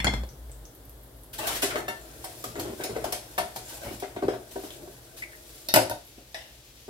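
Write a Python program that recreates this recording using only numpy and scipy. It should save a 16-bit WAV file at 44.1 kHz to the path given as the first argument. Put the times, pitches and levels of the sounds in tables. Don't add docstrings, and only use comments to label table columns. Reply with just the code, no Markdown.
import sys
import numpy as np
from scipy import signal
from scipy.fft import rfft, irfft, next_fast_len
from scipy.io import wavfile
from scipy.ndimage import uniform_filter1d

SR = 44100
rng = np.random.default_rng(int(sys.argv[2]) if len(sys.argv) > 2 else 0)


def generate_wav(sig):
    pcm = np.round(np.clip(np.atleast_2d(sig).T, -1, 1) * 32767).astype(np.int16)
    wavfile.write(sys.argv[1], SR, pcm)


N = 303849
HANDS_IN_S, HANDS_OUT_S = 1.33, 5.6
STROKE_RISE_S, STROKE_FALL_S = 0.015, 0.018

# f/Hz, correlation
STEREO_LIKENESS = [(50, 0.98), (300, 0.94), (600, 0.51), (1000, 0.12), (1800, 0), (16000, 0.07)]
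# t/s, level/dB
RUNOFF = [(1.9, -59), (2.1, -54.5), (2.28, -50), (3.2, -52), (3.5, -53), (3.66, -49.5), (3.75, -46),
          (3.98, -52), (4.12, -56.5), (4.45, -58), (4.65, -46.5), (4.85, -56), (5.06, -56.5), (5.25, -57.5),
          (5.55, -52)]
# f/Hz, level/dB
SPRAY_EQ = [(200, -11), (500, 8), (900, -10), (1500, -0.5), (2600, 2), (3800, 4.5), (5500, 5), (7000, 3.5),
            (10000, 5), (13000, 5.5), (15700, 6.5), (16400, -25)]
# f/Hz, level/dB
GURGLE_EQ = [(350, -27.5), (550, 7), (750, 5), (1000, 0), (1500, 8), (2200, 4.5), (3200, 9), (6000, 2)]
# f/Hz, level/dB
CLACK_EQ = [(100, -55), (500, -5), (1100, -1.5), (1600, 4), (2400, -0.5), (3000, -6), (4000, -15),
            (5200, -9), (7500, -13), (15000, -21)]
# f/Hz, level/dB
KNOCK_EQ = [(100, -5), (350, 0), (700, 3), (1200, -8.5), (2200, -14), (4000, -18), (8000, -25),
            (15000, -36)]
# f/Hz, level/dB
CLASH_EQ = [(150, -6.5), (280, 6.5), (600, -5), (900, 2), (1150, -5), (1450, 6), (1750, -8), (2100, -1),
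            (3000, -4.5), (5000, -0.5), (6500, -3), (9000, -3), (12500, 3), (16000, -8)]
# f/Hz, level/dB
UTENSIL_EQ = [(150, -14), (450, -14), (650, 4), (1000, -12), (1350, -14), (1750, 2.5), (2150, -2),
              (2400, -5), (2870, 3.5), (3300, -1.5), (3850, 0), (4400, -13), (5300, -3), (6500, -21),
              (9000, -15), (15000, -24)]


def amp(db):
    return 10 ** (np.asarray(db) / 20)


def curve_at(points, hz):
    f, value = np.transpose(points)
    return np.interp(np.log(hz + 1), np.log(f + 1), value)


def unit_rms(x):
    return x / np.sqrt(np.mean(x ** 2) + 1e-20)


def at_level(x, db):
    return x * amp(db) / np.sqrt(uniform_filter1d(x.mean(0) ** 2, SR // 100).max() + 1e-20)


def add(mix, s, sound):
    part = mix[:, max(round(s * SR), 0):][:, :sound.shape[1]]
    part += sound[:, :part.shape[1]]


def colour(x, spectrum):
    log_gain = np.log(amp(curve_at(spectrum, abs(np.fft.fftfreq(2048, 1 / SR)))))
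    taps = np.fft.ifft(np.exp(np.conj(signal.hilbert(log_gain)))).real
    return signal.oaconvolve(x, taps[:len(taps) // 2])[:len(x)]


def wander(per_s, shape=N):
    return unit_rms(uniform_filter1d(rng.standard_normal(shape), SR // per_s))


def effort(start, length, rise, fall):
    age = np.maximum(np.arange(N) / SR - start, 0)
    return np.minimum(age / rise, 1) * np.exp(-np.maximum(age - length, 0) / fall)


def ring(modes, scatter=0.0074):
    t = np.arange(SR // 2) / SR
    hz, db, t60 = np.transpose(modes)[:, :, None]
    detune, side = rng.standard_normal((2, len(modes), 1))
    partials = np.sin(2 * np.pi * hz * (1 + scatter * detune) * t)
    return (np.sign(side) * amp(db - 60 * t / t60) * partials).sum(0)


def struck(modes, hz, db_per_octave):
    return [(f, db - db_per_octave * abs(np.log2(f / hz)), t60) for f, db, t60 in modes]


def crack(spectrum, decay_s):
    t = np.arange(SR // 8) / SR
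    return colour(rng.standard_normal(len(t)) * np.exp(-t / decay_s), spectrum)


def clicks(count, per_s, spread_db):
    chance, size, sign = rng.random(count), rng.exponential(1, count), rng.choice([-1, 1], count)
    return (chance < per_s / SR) * sign * amp(spread_db * np.minimum(size, 4))


def kitchen(x, wet_db, near_db=5, near_decay_s=0.0031, left_lag_samples=10):
    # f/Hz, t60/s
    reverb_time = [(100, 0.58), (300, 0.36), (700, 0.37), (2500, 0.3), (6000, 0.31), (11000, 0.28),
                   (16000, 0.032)]
    hz = np.fft.rfftfreq(256, 1 / SR)
    frame_s = np.arange(240)[:, None] * 128 / SR
    a, b, c, d = rng.standard_normal((4, len(frame_s), len(hz)))
    same = curve_at(STEREO_LIKENESS, hz)
    left = a + 1j * b
    right = same * left + np.sqrt(1 - same ** 2) * (c + 1j * d)
    spectra = np.array([left, right]) * amp(-60 * frame_s / curve_at(reverb_time, hz))
    response = signal.istft(spectra.transpose(0, 2, 1), nperseg=256)[1]
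    t = np.arange(response.shape[1]) / SR
    response *= (1 + amp(near_db) * np.exp(-t / near_decay_s)) * (1 - np.exp(-t / 0.0018))
    response *= amp(wet_db) / np.linalg.norm(response[0])
    response[0, left_lag_samples] += 1
    response[1, 0] += 1
    return signal.fftconvolve(x[None], response, axes=1)[:, :N]


def patter(spectrum, per_s, spread_db, places=4):
    spots = (colour(clicks(N, per_s / places, spread_db), spectrum) for _ in range(places))
    return unit_rms(sum(kitchen(spot, wet_db=7) for spot in spots))


def room_tone(air_db=-48.5, fade_db_per_s=1.02, hum_hz=121, hum_db=-67):
    # f/Hz, level/dB
    air_eq = [(30, -15.5), (55, -0.5), (85, -17), (125, -8), (165, -23.5), (300, -17), (600, -20.5),
              (1100, -29), (1800, -32), (2500, -38.5), (3400, -33.5), (6000, -38.5), (12000, -33),
              (16000, -36)]
    hz = np.fft.rfftfreq(N, 1 / SR)
    a, b = rfft(rng.standard_normal((2, N)))
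    same = curve_at(STEREO_LIKENESS, hz)
    air = irfft(np.array([a, same * a + np.sqrt(1 - same ** 2) * b]) * amp(curve_at(air_eq, hz)), N)
    hum = unit_rms(irfft(b / (1 + ((hz - hum_hz) / 3) ** 2), N))
    return amp(air_db - fade_db_per_s * np.arange(N) / SR) * unit_rms(air) + amp(hum_db) * hum


def foam_fizz(level_db=-66):
    fizz_eq = [(1000, -45), (6000, -42), (12000, 18), (16000, -15)]  # f/Hz, level/dB
    fizz = colour(clicks(N, per_s=120, spread_db=7), fizz_eq) * amp(4 * wander(8))
    return amp(level_db) * unit_rms(kitchen(fizz, wet_db=4))


def suds(base_db=-61.5, growth_db_per_s=0.85):
    # f/Hz, level/dB
    suds_eq = [(800, -15), (1800, -4.5), (2800, -0.5), (4200, 0), (6000, -2), (9000, -7), (16000, -4.5)]
    t = np.arange(N) / SR
    age = np.maximum(t - HANDS_IN_S, 0)
    runoff_db = np.interp(t, *np.transpose(RUNOFF))
    level_db = base_db + growth_db_per_s * age + runoff_db - runoff_db.mean()
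    return np.minimum(age / STROKE_RISE_S, 1) * amp(level_db) * patter(suds_eq, per_s=1500, spread_db=2)


def foam_pops(per_s=45, pitches=16, cycles=4, over_runoff_db=-7):
    t = np.arange(SR // 100) / SR
    pops = np.zeros(N)
    for hz in np.geomspace(6500, 14000, pitches):
        pop = np.exp(-t * hz / cycles) * np.sin(2 * np.pi * hz * t)
        pops += signal.oaconvolve(clicks(N, per_s / pitches, spread_db=3), pop)[:N]
    washing = effort(HANDS_IN_S, HANDS_OUT_S - HANDS_IN_S, STROKE_RISE_S, fall=0.37)
    runoff_db = np.interp(np.arange(N) / SR, *np.transpose(RUNOFF))
    return amp(runoff_db + over_runoff_db) * washing * unit_rms(kitchen(pops, wet_db=-1))


def drips(decay_s=0.0089, glide=0.08):
    # t/s, level/dB, f/Hz
    drops = [(0.29, -53, 5830), (0.517, -49, 8120), (0.6537, -52, 6100), (0.7507, -52, 12800),
             (0.852, -52, 12700), (0.8953, -50, 11900), (1.2346, -53, 11100), (1.7036, -45, 1980),
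             (4.7057, -45.5, 3350), (5.3567, -58, 14900)]
    out = np.zeros((2, N))
    t = np.arange(SR // 25) / SR
    for s, db, hz in drops:
        ping = np.exp(-t / decay_s) * np.sin(2 * np.pi * hz * t * (1 + glide * np.tanh(t / decay_s)))
        pop = np.exp(-t * hz / 2.7) * np.sin(2 * np.pi * hz * t)
        add(out, s, at_level(kitchen(0.35 * ping + 8.8 * pop, wet_db=1.5), db))
    return out


def bubbles(per_s, low_hz=250, high_hz=1100, cycles=6, glide=0.095, pitches=24):
    t = np.arange(SR // 10) / SR
    out = np.zeros(N)
    for hz in np.geomspace(low_hz, high_hz, pitches):
        age = t * hz / cycles
        starts = np.zeros(N)
        when, softness = rng.random((int(per_s * N / SR / pitches), 2)).T
        starts[(when * (N - 1)).astype(int)] = amp(-12 * softness)
        blip = np.exp(-age) * np.sin(2 * np.pi * hz * t * (1 + glide * np.tanh(age)))
        out += signal.oaconvolve(starts, blip)[:N]
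    return unit_rms(out)


def water(lap_db=-63.5, bubbling_db=-65, calm_db_per_s=1.5, spray_over_gurgle_db=6):
    # t/s, length/s, slosh/dB, gurgle of air drawn under/dB
    strokes = [(1.376, 0.18, -51.5, -45), (1.673, 0.12, -51, -50), (2.537, 0.17, -52, -59.5),
               (2.776, 0.3, -53, -58.5), (3.665, 0.11, -71, -59), (3.802, 0.093, -57.5, -54),
               (4.206, 0.15, -55.5, -67), (4.556, 0.3, -60, -84)]
    # f/Hz, level/dB
    slosh_eq = [(45, -5.5), (65, 4.5), (90, -6), (120, 9.5), (170, -9), (280, 2), (410, 5.5), (520, -6.5),
                (650, 3), (850, -19.5), (1500, -22.5), (4000, -35)]
    t = np.arange(N) / SR
    astir = effort(HANDS_IN_S, HANDS_OUT_S - HANDS_IN_S, STROKE_RISE_S, fall=0.3)
    calming = astir * amp(-calm_db_per_s * (t - HANDS_IN_S))
    pushed, churned = amp(lap_db) * calming, amp(bubbling_db) * calming
    for s, length, slosh_db, gurgle_db in strokes:
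        stroke = effort(s, length, STROKE_RISE_S, STROKE_FALL_S)
        pushed = np.hypot(pushed, amp(slosh_db) * stroke)
        churned = np.hypot(churned, amp(gurgle_db) * stroke)
    runoff = astir * amp(np.interp(t, *np.transpose(RUNOFF)))
    sprayed = np.hypot(runoff, amp(spray_over_gurgle_db) * churned)
    clumps = amp(1.2 * wander(25))
    spray = patter(SPRAY_EQ, per_s=1400, spread_db=3) * clumps * sprayed
    froth = bubbles(per_s=420, low_hz=565.5, high_hz=3780, cycles=6.3)
    gurgle = unit_rms(colour(froth, GURGLE_EQ)) * churned
    surge = unit_rms(colour(clicks(N, per_s=350, spread_db=-0.5), slosh_eq))
    slosh = (surge + 0.32 * unit_rms(colour(bubbles(per_s=130), slosh_eq))) * pushed
    return spray + kitchen(gurgle + slosh, wet_db=7)


def glugs(cycles=5, glide=0.056, rise_s=0.0033):
    # t/s, level/dB, f/Hz
    air_pockets = [(1.388, -37.5, 850), (1.43, -41, 690), (1.472, -41, 780), (1.51, -46, 714),
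                   (1.555, -44, 670), (1.715, -50, 680), (1.757, -39.5, 1240), (2.44, -40, 1198),
                   (2.996, -50, 620), (3.044, -42, 864), (3.482, -51, 740), (3.705, -49, 900),
                   (3.833, -40.5, 575), (4.024, -39, 718)]
    out = np.zeros((2, N))
    t = np.arange(SR // 8) / SR
    for s, db, hz in air_pockets:
        age = t * hz / cycles
        turns = np.cumsum(hz * (1 + glide * (np.tanh(age) - 0.5))) / SR
        glug = (1 - np.exp(-t / rise_s)) * np.exp(-age) * np.sin(2 * np.pi * turns)
        add(out, s, at_level(kitchen(glug, wet_db=-2.5), db))
    return out


def splashes(usual_db=-38, usual_rise_s=0.002):
    # t/s, spray/dB, time to full spray/s
    cues = [(1.329, -42.5, 0.0045), (1.38, -40, 0.0039), (1.468, -32, 0.0041), (1.548, -37, 0.0071),
            (1.619, -29.5, 0.0056), (1.881, -41, 0.002), (2.241, -39, 0.001), (2.44, -36, 0.00065),
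            (2.595, -36.5, 0.0011), (2.837, -32.5, 0.00035), (3.04, -39.5, 0.0024), (3.1227, -31, 0.00096),
            (3.381, -34, 0.0015), (3.559, -38.5, 0.001), (3.688, -46.5, 0.0052), (3.93, -50.5, 0.0015),
            (3.998, -44, 0.00091), (4.507, -49.5, 0.0073), (4.642, -50.5, 0.0011), (5.164, -47, 0.008)]
    out = np.zeros((2, N))
    t = np.arange(SR // 4) / SR
    for s, spray_db, rise_s in cues:
        trapped_db = -6.5 + 2.5 * np.log2(rise_s / usual_rise_s) + 0.49 * (spray_db - usual_db)
        swell = np.sqrt(t / rise_s) * np.exp(-t / rise_s / 2)
        cloud = colour(clicks(len(t), per_s=3800, spread_db=-2) * swell, SPRAY_EQ)
        gulp = colour(clicks(len(t), per_s=2000, spread_db=3.5) * swell, GURGLE_EQ)
        add(out, s, at_level(kitchen(cloud, wet_db=8, near_db=5.5), spray_db))
        add(out, s, at_level(kitchen(gulp, wet_db=7.5), spray_db + trapped_db))
    return out


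def scuffs():
    # t/s, level/dB, fade/s
    cues = [(1.704, -38, 0.017), (2.555, -46, 0.0092), (2.596, -48, 0.0066), (2.802, -45, 0.013),
            (2.958, -45.5, 0.012), (3.827, -53, .03), (4.027, -46.5, 0.018), (4.164, -48, 0.0043),
            (4.333, -51.5, 0.005)]
    # f/Hz, level/dB
    scuff_eq = [(300, -21), (800, -10), (1050, -11), (1400, 2.5), (1750, -6.5), (2150, 0.5), (2500, -7.5),
                (3700, -13), (6000, -18.5), (15000, -38)]
    out = np.zeros((2, N))
    t = np.arange(SR // 6) / SR
    for s, db, fade_s in cues:
        slips = clicks(len(t), per_s=900, spread_db=3) * np.exp(-t / fade_s)
        add(out, s, at_level(kitchen(colour(slips, scuff_eq), wet_db=2.5), db))
    return out


def drags():
    # t/s, length/s, level/dB
    cues = [(2.464, 0.042, -42), (2.672, 0.042, -41.5), (2.89, 0.06, -41), (3.85, 0.092, -38),
            (4.157, 0.033, -43), (4.23, 0.043, -34)]
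    # f/Hz, level/dB, t60/s
    floor_modes = [(63.7, -10, 0.27), (116, -4, 0.24), (179, -3, 0.066), (225, -5.5, 0.11)]
    out = np.zeros((2, N))
    t = np.arange(SR // 8) / SR
    for s, length, db in cues:
        jolts = clicks(len(t), per_s=300, spread_db=1.5) * (t < length)
        jolts[0] = 1
        boom = signal.oaconvolve(jolts, ring(floor_modes))
        add(out, s, at_level(kitchen(boom, wet_db=-10.5), db))
    return out


def rubs(waver=0.042, rough_db=5.5, rise_s=0.0047, fall_s=0.0041):
    # t/s, length/s, level/dB, first f/Hz, last f/Hz
    cues = [(2.564, 0.034, -34, 427, 395), (2.642, 0.1, -33, 410, 390), (2.893, 0.022, -33, 419, 382),
            (2.961, 0.014, -28.5, 410, 463), (5.221, 0.0142, -43.5, 2050, 2220),
            (5.321, 0.036, -57, 1870, 1870)]
    out = np.zeros((2, N))
    t = np.arange(SR // 8) / SR
    for s, length, db, first_hz, last_hz in cues:
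        drift, grip = wander(400, (2, len(t)))
        hz = np.interp(t, [0, length], [first_hz, last_hz]) * (1 + waver * drift)
        tone = np.sin(2 * np.pi * np.cumsum(hz) / SR) * amp(rough_db * grip)
        push = np.minimum(t / rise_s, 1) * np.exp(-np.maximum(t - length, 0) / fall_s)
        add(out, s, at_level(kitchen(tone * push, wet_db=-7.5), db))
    return out


def basin_knocks(usual_db=-32, usual_hz=400, band_ratio=1.6, damping_s=0.025):
    # t/s, level/dB, centre of the blow/Hz, relative ring/dB
    bumps = [(1.627, -26.5, 390, -8), (1.758, -29.5, 428, -12), (1.8798, -33, 606, 2),
             (2.24, -41, 756, -10), (2.44, -40.5, 453, 6), (2.553, -39, 477, 1), (2.595, -39, 560, 2),
             (2.799, -35, 420, 8), (2.844, -34, 480, -7), (2.955, -40, 610, 3), (3.042, -27, 670, -23.5),
             (3.077, -40, 380, 2), (3.124, -36, 710, 2), (3.3784, -31.5, 870, -1), (3.383, -27.5, 650, -2),
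             (3.56, -37, 760, -21), (3.866, -40, 554, -15), (3.909, -35.5, 333, -12),
             (4.022, -31.5, 455, 5), (4.163, -31.5, 430, 11), (4.223, -25.5, 405, 7),
             (4.233, -28.5, 340, -2), (4.2828, -17.5, 398, -20.5), (4.334, -39, 645, -14),
             (4.558, -32, 460, 0), (4.635, -38, 363, 20), (4.802, -51, 335, 8), (4.873, -43, 388, 4),
             (6.18, -46, 326, -7), (6.88, -38.5, 373, 0.5)]
    # f/Hz, level/dB, t60/s
    basin_modes = [(116, -4, 0.4), (279, 3, 0.42), (333, -2.5, 0.27), (395.6, 5.5, 0.36), (451, -10, 0.23),
                   (520, -6.5, 0.18), (610.7, 3.5, 0.3), (675, 2, 0.38), (730, 7, 0.31), (810, -4, 0.1),
                   (941, 8, 0.12), (1122, 9, 0.06), (1172, 9.5, 0.066), (1530, 11.5, 0.15)]
    out = np.zeros((2, N))
    t = np.arange(SR // 2) / SR
    for s, db, hz, ring_db in bumps:
        ring_s = damping_s * (hz / usual_hz) ** 3
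        steel = ring(struck(basin_modes, hz, db_per_octave=6), scatter=0.012) * np.exp(-t / ring_s)
        push = 2 * np.exp(-t / 0.003) * np.sin(2 * np.pi * hz * t)
        body = (amp(ring_db) * steel + push) * (1 - np.exp(-t / 0.0017))
        cushion = signal.butter(1, [hz / band_ratio, hz * band_ratio], "band", fs=SR)
        add(out, s, at_level(kitchen(signal.lfilter(*cushion, body), wet_db=-10, near_db=4), db))
        edge_db = -43 + 0.8 * (db - usual_db) + 2 * np.log2(hz / usual_hz)
        add(out, s, at_level(kitchen(crack(KNOCK_EQ, 0.0012), wet_db=6.5, near_db=-36), edge_db))
    return out


def crockery():
    # t/s, clack/dB, ring/dB
    hits = [(1.7568, -37, -40), (1.8815, -39, -36), (3.379, -35, -34)]
    # f/Hz, level/dB, t60/s
    dish_modes = [(926, -4, .17), (1160, -9, .12), (1357, -8, .25), (1773, 1, .26), (2160, -7, .19),
                  (2654, -4, .11), (2777, -7, .15), (3634, -9, .19), (4307, -10, .2), (5604, -17, .25)]
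    out = np.zeros((2, N))
    for s, clack_db, ring_db in hits:
        add(out, s, at_level(kitchen(ring(dish_modes, scatter=0.001), wet_db=-9), ring_db))
        add(out, s, at_level(kitchen(crack(CLACK_EQ, 0.002), wet_db=2), clack_db))
    return out


def rack_sway(start_hz=58, sag_hz_per_s=6.36, lowest_hz=48, waver=0.069):
    # t/s, length/s, level/dB
    leans = [(0.0, 0.23, -31), (0.152, 0.15, -34), (0.373, 0.32, -42), (0.763, 1, -53)]
    t = np.arange(N) / SR
    hz = np.maximum(start_hz - sag_hz_per_s * t, lowest_hz) * (1 + waver * wander(12))
    pushes = np.zeros(N)
    for s, length, db in leans:
        swell = np.exp(-4.1 * ((t - s) / length - 0.35) ** 2)
        pushes += amp(db) * effort(s, length, rise=0.0047, fall=0.03) * swell
    return pushes * unit_rms(np.sin(2 * np.pi * np.cumsum(hz) / SR))


def plate():
    # t/s, clack/dB, ring/dB, dull knock/dB, rack thump/dB
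    hits = [(0.0014, -36, -33.5, -53, -35), (0.0445, -26, -37, -44, -26), (0.0682, -40, -25, -24, -54),
            (0.0774, -57, -35, -25.5, -28), (0.1365, -36.5, -38.5, -31, -30.5),
            (0.2354, -70, -59, -39.5, -70), (0.4956, -75, -81.5, -50, -67)]
    # f/Hz, level/dB, t60/s
    plate_modes = [(2085, 8, 0.04), (2150, 1, 0.05), (3330, 9, 0.025), (3450, 2, 0.07), (4290, 1, 0.045),
                   (5250, -4, 0.03), (5560, -8, 0.06), (7000, -16, 0.07), (8440, -19, 0.1)]
    # f/Hz, level/dB, t60/s
    rack_modes = [(62.1, -5, 0.27), (117, 2, 0.12), (190, 1, 0.11), (228, -0.5, 0.081), (315, -4.5, 0.093)]
    out = np.zeros((2, N))
    for s, clack_db, ring_db, knock_db, thump_db in hits:
        add(out, s, at_level(kitchen(crack(CLACK_EQ, 0.0009), wet_db=3, near_db=12), clack_db))
        add(out, s, at_level(kitchen(ring(plate_modes), wet_db=3, near_db=16), ring_db))
        add(out, s, at_level(kitchen(crack(KNOCK_EQ, 0.00073), wet_db=-0.5, near_db=19), knock_db))
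        add(out, s, at_level(kitchen(ring(rack_modes), wet_db=-4.5), thump_db))
    return out


def utensil(clash_db=-17, rattle_db=-12):
    # t/s, level/dB
    taps = [(6.345, -35)]
    out = np.zeros((2, N))
    t = np.arange(SR // 2) / SR
    for s, db in taps:
        rattle = clicks(len(t), per_s=1000, spread_db=-1) * np.exp(-t / 0.071)
        add(out, s, at_level(kitchen(crack(UTENSIL_EQ, 0.0012), wet_db=2), db))
        add(out, s, at_level(kitchen(crack(CLASH_EQ, 0.0016), wet_db=17), db + clash_db))
        add(out, s, at_level(kitchen(colour(rattle, UTENSIL_EQ), wet_db=14), db + rattle_db))
    return out


def cutlery(pan_right_db=0.5, chatter_db=-13, chatter_s=0.0099, basket_rise_s=0.00083):
    # t/s, clash/dB, steel ring/dB, basket/dB, centre of the blow/Hz
    hits = [(5.6866, -32.5, -29.5, -38.5, 400), (5.7396, -14, -39, -25, 380),
            (5.7603, -17.5, -40.5, -14.5, 520), (5.7673, -35, -47.5, -17.5, 600),
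            (5.7844, -38, -56, -23.5, 560), (5.818, -38, -58, -46, 450), (5.897, -34.5, -48, -36.5, 600),
            (5.9115, -42, -44.5, -30, 855)]
    # f/Hz, level/dB, t60/s
    steel_modes = [(1850, -3, 0.15), (2700, 2, 0.055), (3710, 13, 0.068), (4300, -2, .08), (4520, 14, 0.04),
                   (5330, 10, 0.046), (5830, 1, 0.08), (6200, -6, 0.14), (10300, -12, 0.15),
                   (13900, -13, .18)]
    # f/Hz, level/dB, t60/s
    basket_modes = [(113.5, -0.5, 0.26), (277, -10, 0.18), (320, -5, 0.16), (373.5, -6, 0.24),
                    (513, -8.5, 0.2), (547, -4.5, 0.22), (588.4, 3, 0.15), (640, 7, 0.088), (698, 1, 0.2),
                    (746, -3, 0.2), (804, -4, 0.095), (889, 0, 0.16), (952, 3, 0.079), (1447, 1.5, 0.066),
                    (1524, 3.5, 0.06), (2600, -3, 0.068)]
    out = np.zeros((2, N))
    t = np.arange(SR // 2) / SR
    for s, clash_db, ring_db, basket_db, hz in hits:
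        clash = at_level(kitchen(crack(CLASH_EQ, 0.0018), wet_db=0, near_db=7), clash_db)
        add(out, s, clash * amp([[-pan_right_db], [pan_right_db]]))
        chatter = clicks(len(t), per_s=2100, spread_db=-7) * np.exp(-t / chatter_s)
        add(out, s, at_level(kitchen(colour(chatter, UTENSIL_EQ), wet_db=0.5), clash_db + chatter_db))
        add(out, s, at_level(kitchen(ring(steel_modes), wet_db=1), ring_db))
        hollow = ring(struck(basket_modes, hz, db_per_octave=2.5), scatter=0.0071)
        hollow *= 1 - np.exp(-t / basket_rise_s)
        add(out, s, at_level(kitchen(hollow, wet_db=-9, near_db=10), basket_db))
    return out


def scene():
    dishes = plate() + rack_sway() + basin_knocks() + rubs() + drags() + crockery() + scuffs()
    steel = utensil() + cutlery()
    dishwater = splashes() + water() + glugs() + suds() + foam_pops() + drips()
    return dishes + steel + dishwater + room_tone() + foam_fizz()


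def record(dry, low_cut_hz=36, ceiling=0.86, high_cut_hz=16300):
    # f/Hz, left minus right/dB
    balance = [(60, 1), (300, 0.3), (700, 3.5), (3000, 3), (8000, 2.5), (12500, 0), (16000, -1.5)]
    size = next_fast_len(N + SR // 10)
    hz = np.fft.rfftfreq(size, 1 / SR)
    left_db = curve_at(balance, hz) / 2
    low_cut = 1 - 1 / (1 + (hz / low_cut_hz) ** 8)
    stereo = irfft(rfft(dry, size) * low_cut * amp([left_db, -left_db]), size)[:, :N]
    rounded = stereo / (1 + (stereo / ceiling) ** 4) ** (1 / 4)
    high_cut = signal.firwin(511, high_cut_hz, window=("kaiser", 9), fs=SR)
    return signal.oaconvolve(rounded, high_cut[None], "same")


dry = scene()
out = record(dry)
generate_wav(out)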